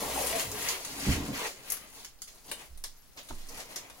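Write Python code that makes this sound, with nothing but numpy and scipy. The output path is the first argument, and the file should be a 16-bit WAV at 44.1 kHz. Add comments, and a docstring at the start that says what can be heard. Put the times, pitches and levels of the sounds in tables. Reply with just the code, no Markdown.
"""Loose plastic crinkles and scrapes: a mattress in its bag is dragged across a slatted bed frame.
The plastic crinkles in thousands of tiny buckles, snaps as big creases flip and groans as it rubs,
while the slats judder under the load. The mattress drops with a thud after about a second, then is
nudged into place with soft swishes as feet shift on the floor.
The room is a small, quiet bedroom, heard by a phone with two microphones."""
import sys
import numpy as np
from scipy import signal
from scipy.fft import rfft, irfft
from scipy.io import wavfile
from scipy.ndimage import uniform_filter1d, map_coordinates

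SR = 44100
rng = np.random.default_rng(int(sys.argv[2]) if len(sys.argv) > 2 else 0)


def store_wav(level_fs):
    """Save 16-bit WAV to argv[1]."""
    pcm = np.round(np.clip(np.atleast_2d(level_fs), -1, 1) * 32767)
    wavfile.write(sys.argv[1], SR, pcm.T.astype(np.int16))


N = 176400
T = np.arange(N) / SR
TOP_HZ = 15800  # the highest pitch the phone picks up


def undb(db):
    """Turn decibels into a number to multiply by."""
    return 10 ** (np.asarray(db) / 20)


def unit(x):
    """Scale to an average strength (rms) of 1."""
    return x / np.sqrt(np.mean(x ** 2) + 1e-20)


def unit_energy(x):
    """Scale to a total energy of 1."""
    return x / np.sqrt(np.sum(x ** 2, axis=-1, keepdims=True) + 1e-20)


def curve(rows, column=1):
    """One column of a table, joined by straight lines in time."""
    rows = np.array(rows)
    return np.interp(T, rows[:, 0], rows[:, column])


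def bell(middle, half_s):
    """A smooth swell and fade."""
    return np.exp(-.5 * ((T - middle) / half_s) ** 2)


def at_hz(points, hz):
    """Read between (frequency, value) points, giving each octave equal room."""
    points = np.array(points, float)
    return np.interp(np.log(np.maximum(hz, 1)), np.log(points[:, 0]), points[:, 1])


def shape(x, db_of, size=8192):
    """Turn each frequency up or down by db_of(frequency) decibels."""
    cepstrum = irfft(np.log(undb(db_of(np.fft.rfftfreq(size, 1 / SR)))))
    cepstrum[1:size // 2] *= 2  # folded so the filter rings after a sound, never before
    cepstrum[size // 2 + 1:] = 0
    return signal.fftconvolve(x, irfft(np.exp(rfft(cepstrum))))[:len(x)]


def colour(x, points):
    """Give a sound the tone drawn by (frequency [Hz], level [dB]) points."""
    return shape(x, lambda hz: at_hz(points, hz))


def add(out, start, x):
    """Mix a sound in at a time in seconds."""
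    i = int(start * SR)
    out[i:i + len(x)] += x[:N - i]


def clicks(per_s, spread_db):
    """Random clicks; the wider the spread, the more a few stand out."""
    size = undb(spread_db * np.minimum(rng.exponential(size=N), 4.5))
    return (rng.random(N) < per_s / SR) * size * rng.choice([-1, 1], N)


# swishes as the bag settles and is handled
# (time [s], half length [s], treble [dB], mids [dB], scrape [dB])
SWISHES = [(1.644, 0.093, -59, -53, -55.5), (1.704, 0.037, -42.5, -46.5, -58),
           (1.827, 0.052, -54.5, -53.5, -56.5), (1.983, 0.051, -50, -55, -56), (2.36, 0.03, -58, -68, -62),
           (2.491, 0.029, -47, -58, -53.5), (2.606, 0.033, -51.5, -50.5, -53.5),
           (3.179, 0.015, -54.5, -61, -52), (3.415, 0.15, -56, -59, -62.5), (3.544, 0.052, -52.5, -52, -51),
           (3.589, 0.026, -48.5, -46.5, -47.5), (3.717, 0.046, -51, -50.5, -51.5),
           (3.832, 0.062, -63, -54.5, -54.5), (3.983, 0.049, -59.5, -63, -58)]


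def motion(drag, column, swish_column, swish_db=0, release_s=0.042):
    """How strong one layer is over time: the long drag dies away, then short swishes follow."""
    dragged = undb(curve(drag, column)) * np.exp(-np.maximum(T - drag[-1][0], 0) / release_s)
    swish_power = sum((undb(row[swish_column] + swish_db) * bell(row[0], row[1])) ** 2 for row in SWISHES)
    return np.sqrt(dragged ** 2 + swish_power)


def buckles(per_s, spread_db, decay_s=0.00015, size=48):
    """Tiny buckles in the plastic, each a very short ring at its own pitch."""
    hits, hz = clicks(per_s, spread_db), rng.random(N) * SR / 2
    starts, age = np.flatnonzero(hits)[:, None], np.arange(size)
    rings = hits[starts] * np.exp(-age / SR / decay_s) * np.cos(2 * np.pi * hz[starts] * age / SR)
    return np.bincount((starts + age).ravel(), rings.ravel(), N + size)[:N]


# how loudly the bag crinkles during the drag (time [s], treble [dB], mids [dB])
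DRAG_CRINKLE = [(0.0, -38, -42), (0.052, -41.5, -44.5), (0.186, -35.5, -38.5), (0.342, -37, -39),
                (0.404, -34.5, -34.5), (0.486, -45, -52), (0.635, -36, -35.5), (0.72, -36.5, -37.5),
                (0.78, -43.5, -50), (0.95, -41, -47), (1.12, -32.5, -32.5), (1.202, -47.5, -48.5),
                (1.26, -42, -42.5), (1.312, -51, -57), (1.342, -39, -39), (1.468, -37, -37),
                (1.56, -60.5, -99)]
# tone of the small buckles and of the larger ones (frequency [Hz], level [dB])
SMALL_BUCKLE_TONE = [(1500, -16.5), (3000, -5), (4300, 1), (5800, -0.5), (7000, 1.5), (7900, -3),
                     (9500, -2.5), (10800, 0), (12000, -5), (13900, -6), (15500, -7)]
LARGE_BUCKLE_TONE = [(500, -16.5), (1100, -1), (1500, -2.5), (2000, 3), (2800, 1), (3600, -4.5),
                     (6000, -30)]
# the crinkle is duller while the mattress lands (time [s], top octave boost [dB])
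BRIGHTNESS = [(0.3, 4), (1.1, -3), (1.9, 0.5)]


def crinkle(drag_per_s=5000, settle_per_s=1200):
    """The plastic buckles: small bright ticks, which thin out after the drag, and larger papery ones."""
    per_s = np.where(T < DRAG_CRINKLE[-1][0], drag_per_s, settle_per_s)
    small = unit(colour(buckles(per_s, spread_db=3) / np.sqrt(per_s), SMALL_BUCKLE_TONE))
    top_octave = signal.sosfiltfilt(signal.butter(4, TOP_HZ / 2, "high", fs=SR, output="sos"), small)
    small = small + top_octave * (undb(curve(BRIGHTNESS)) - 1)
    small *= motion(DRAG_CRINKLE, column=1, swish_column=2) + undb(-62.5)  # never quite still
    large = unit(colour(clicks(per_s=2200, spread_db=4), LARGE_BUCKLE_TONE))
    return small + large * motion(DRAG_CRINKLE, column=2, swish_column=3)


# the bag sliding on the frame and under the hands (time [s], level [dB])
DRAG_SCRAPE = [(0.0, -36.5), (0.378, -39), (0.456, -46.5), (0.708, -41.5), (0.842, -52.5), (1.128, -43.5),
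               (1.324, -47), (1.464, -35.5), (1.512, -61)]
# tone of the scraping (frequency [Hz], level [dB])
SCRAPE_TONE = [(120, -21), (300, -13.5), (430, 1), (600, -1), (820, -2), (1100, -4.5), (1500, -15),
               (4000, -44)]


def scrape():
    """The bag sticks and slips, drumming on the tight plastic."""
    slips = unit(colour(clicks(per_s=700, spread_db=0.5), SCRAPE_TONE))
    return slips * motion(DRAG_SCRAPE, column=1, swish_column=4)


# the slats shaking under the load (time [s], level [dB])
DRAG_JUDDER = [(0.0, -47), (0.59, -49.5), (0.82, -61.5), (1.045, -38), (1.082, -35.5), (1.15, -35.5),
               (1.312, -37.5), (1.402, -58.5), (1.56, -72)]
# the dull tone of the wooden frame (frequency [Hz], level [dB])
FRAME_TONE = [(25, -33), (90, -2.5), (290, 3), (400, -10.5), (900, -44)]
# the notes the frame rings at (pitch [Hz], width [Hz], level [dB])
FRAME_NOTES = [(60.4, 3.7, 14.5), (133, 11.5, 6.5), (205.6, 47, 1.5), (270, 18, 9.5), (357, 22, -11)]


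def judder():
    """The load gives the slats many small, dull knocks that set the frame ringing."""
    knocks = clicks(per_s=290, spread_db=0)
    rings = sum(undb(db) * signal.lfilter(*signal.iirpeak(hz, hz / width, fs=SR), knocks)
                for hz, width, db in FRAME_NOTES)
    wood = unit(colour(knocks, FRAME_TONE) + rings)
    return wood * motion(DRAG_JUDDER, column=1, swish_column=4, swish_db=-6)


# tone of the background hush (frequency [Hz], level [dB])
AIR_TONE = [(20, 4), (130, -13.5), (400, -20), (1000, -21), (3000, -26.5), (10000, -54), (16000, -23)]


def house_air(level_db=-57.5):
    """The faint, steady air of the house, partly the same at both microphones."""
    shared = rng.standard_normal(N)
    return undb(level_db) * np.array([unit(colour(shared + rng.standard_normal(N), AIR_TONE))
                                      for _ in range(2)])


# groans and one thin squeak of rubbed plastic (time [s], half length [s], pitch [Hz], level [dB])
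GROANS = [(0.178, 0.015, 813, -33), (0.207, 0.023, 575, -35.5), (0.347, 0.015, 670, -31),
          (0.553, 0.022, 428.5, -40.5), (2.998, 0.03, 11750, -63)]


def groans(sag=0.07, roughness=0.017, flutter_s=0.0017):
    """The slipping locks into a wobbly note whose pitch rises and falls with its strength."""
    out = np.zeros(N)
    for middle, half_s, hz, db in GROANS:
        grip = bell(middle, half_s)
        flutter = unit(uniform_filter1d(rng.standard_normal(N), int(flutter_s * SR) + 1))
        pitch = hz * (1 - sag * (1 - grip) + roughness * flutter)
        out += undb(db) * grip * unit(np.sin(2 * np.pi * np.cumsum(pitch) / SR))
    return out


# big creases flipping (time [s], level [dB], treble boost [dB], body boost [dB], fade time [ms])
CREASES = [(0.2712, -32, 6, -5, 0.15), (0.326, -40, -3, -16, 0.2), (0.3959, -23, -2.5, -9, 3.7),
           (0.516, -32, 2, -6, 0.8), (0.6872, -20, -3.5, -13, 0.44), (0.6973, -31, 1, -5, 0.27),
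           (0.8492, -30, -2.5, -6, 0.5), (1.7018, -27, 0, -32, 0.4), (1.7034, -35.5, 11, -19, 0.2),
           (1.7209, -26, 5.5, -5, 0.25), (1.7688, -39.5, -2, 0.5, 0.58), (2.0470, -31.5, -7, -8, 3.3),
           (2.2191, -33, 0.5, -8.5, 0.84), (2.2760, -36.5, -5, -6.5, 12), (2.5150, -29, 3.5, -1, 2.6),
           (2.7753, -48, 4.5, -3, 2), (2.8395, -26.5, -5, -6, 2.4), (3.174, -35.5, -23, 3.5, 22),
           (3.2870, -36.5, -2.5, -1.5, 9.1), (3.488, -38.5, -2.5, -11, 10), (3.5747, -38, -1, -4, 16),
           (3.6010, -34.5, -4.5, -8, 11), (3.7600, -25, -6.5, -4, 7), (3.8993, -42, -2.5, 4.5, 2.9)]


def snaps(tick_s=0.0001, tick_db=-4, size=6000):
    """A crease flips with a sharp tick and sets off a short run of smaller ones."""
    out, t = np.zeros(N), np.arange(size) / SR
    for start, db, top_db, body_db, fade_ms in CREASES:
        tick_noise, run_noise, unevenness = rng.standard_normal((3, size))
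        tick = unit_energy(tick_noise * np.exp(-t / tick_s))
        run = unit_energy(run_noise * np.abs(unevenness) * np.exp(-t * 1000 / max(fade_ms, .2)))
        burst = unit_energy(undb(tick_db) * tick + run) * np.sqrt(SR / 100)  # as strong as 10 ms at rms 1
        body = [(100, body_db - 19), (500, body_db - 2), (2200, body_db), (3400, body_db + 2)]
        top = [(8200, top_db - 2.5), (10800, top_db - 0.5), (13800, top_db - 10)]
        add(out, start, undb(db) * colour(burst, body + [(4600, 0.0048), (7000, 0.0057)] + top))
    return out


# soft, heavy bumps of mattress and feet (time [s], level [dB], rise [s], fade [s], pitch [Hz])
BUMPS = [(0.441, -43.5, 0.043, 0.064, 85), (1.06, -23.5, 0.018, 0.043, 180),
         (1.073, -25.5, 0.019, 0.055, 58), (2.494, -53, 0.0038, 0.017, 270), (2.68, -48, 0.044, 0.056, 42),
         (3.298, -43, 0.0085, 0.038, 71), (3.302, -43.5, 0.0041, 0.026, 250),
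         (3.305, -38, 0.0029, 0.0075, 880)]


def thuds():
    """Padded blows: each is a band of noise, about an octave wide, that swells and dies away."""
    out, t = np.zeros(N), T[:SR]
    for start, db, rise_s, fade_s, hz in BUMPS:
        octave = signal.butter(2, [hz / np.sqrt(2), hz * np.sqrt(2)], "band", fs=SR, output="sos")
        swing = signal.hilbert(unit(signal.sosfilt(octave, rng.standard_normal(N))))
        steady = unit(swing.real / np.sqrt(np.abs(swing) ** 2 + .5))[SR:2 * SR]  # evens out the loudness
        swell = np.minimum(t / rise_s, 1) * np.exp(-np.maximum(t - rise_s, 0) / fade_s)
        add(out, start, undb(db) * steady * swell)
    return out


# steps that set the floor swaying (time [s], level [dB])
STEPS = [(2.711, -39.5), (3.29, -35.5)]


def floor_sway(hz=15, rise_s=0.069):
    """The floor bounces slowly under a step, more felt than heard."""
    out = np.zeros(N)
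    bounce = T / rise_s * np.exp(1 - T / rise_s) * np.sin(2 * np.pi * hz * T)
    for start, db in STEPS:
        add(out, start, undb(db) * bounce)
    return out


# how long the bedroom echoes (frequency [Hz], time to fade by 60 dB [s])
ECHO_TIMES = [(150, 0.44), (1000, 0.17), (4000, 0.23), (12000, 0.19)]
EARLY_DB = -3.5  # the first echoes, compared with the tail


def echoes(early_s=0.009, alike_below_hz=580, size=12000):
    """One spot's first echoes and short tail; the bass is alike at both microphones."""
    t, hz = T[:size], np.fft.rfftfreq(size, 1 / SR)
    noise = rfft(rng.standard_normal((3, size)))
    alike = 1 / (1 + (hz / alike_below_hz) ** 2)
    pair = np.sqrt(alike) * noise[2] + np.sqrt(1 - alike) * noise[:2]
    tail = 0
    for band_hz, fade_s in ECHO_TIMES:
        share = at_hz([(f, f == band_hz) for f, _ in ECHO_TIMES], hz)
        tail = tail + irfft(pair * share, size) * unit_energy(undb(-60 * t / fade_s))
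    early = irfft(pair, size)[:, ::-1] * unit_energy(np.exp(-t / early_s))
    return (tail + undb(EARLY_DB) * early) * (t > .0012)  # the first echo takes 1.2 ms to arrive


# where the sound comes from (time [s], delay at the left microphone [ms])
DIRECTION = [(0.3, 0.022), (1.2, 0.17), (2.3, 0.094), (2.7, -0.19), (3.6, -0.16)]


def room(x, echo_db, spots, beam_db=0, hop_s=0.008, blend_s=0.0037):
    """Direct sound, its treble beamed at the phone, plus echoes that hop among several spots."""
    beamed = colour(x, [(TOP_HZ / 2 / np.sqrt(2), 0), (TOP_HZ / np.sqrt(2), beam_db)])
    left = map_coordinates(beamed, [(T - curve(DIRECTION) / 1000) * SR], mode="nearest")
    direct = np.array([left, beamed])
    spot = rng.integers(0, spots, N)[(T / hop_s).astype(int)]
    echo = 0
    for k in range(spots):
        here = np.sqrt(np.abs(uniform_filter1d(1. * (spot == k), int(blend_s * SR) + 1)))
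        echo = echo + signal.fftconvolve((x * here)[None], echoes(), axes=1)[:, :N]
    total_power = 1 + undb(echo_db) ** 2 * (1 + undb(EARLY_DB) ** 2)
    return (direct + undb(echo_db) * echo) / np.sqrt(total_power)


def scene():
    """Plastic, frame and feet in the bedroom; the big creases face the phone and sound crisper."""
    bag = room(crinkle() + scrape() + groans(), echo_db=4.5, spots=8, beam_db=2)
    creases = room(snaps(), echo_db=5, spots=3, beam_db=4.5)
    knocks = room(judder() + thuds(), echo_db=-7, spots=3)
    return bag + creases + knocks + floor_sway() + house_air()


# how the two microphones share the sound (frequency [Hz], left minus right [dB])
MIC_BALANCE = [(30, -4), (120, -2.5), (260, -1), (550, 3), (1100, 1), (2600, 3), (4000, -2), (5800, -0.5),
               (7200, -10.5), (8600, 14), (11000, 14), (13000, 7.5), (16000, 8)]


def record(dry):
    """Each microphone has its own tone, and the highest treble is cut off."""
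    def microphone(x, side):
        return shape(x, lambda hz: 10 * np.log10(2 / (1 + undb(-side * at_hz(MIC_BALANCE, hz)) ** 2)))
    heard = np.array([microphone(dry[0], 1), microphone(dry[1], -1)])
    return signal.sosfilt(signal.ellip(10, .2, 80, TOP_HZ, fs=SR, output="sos"), heard)


dry = scene()
out = record(dry)
store_wav(out)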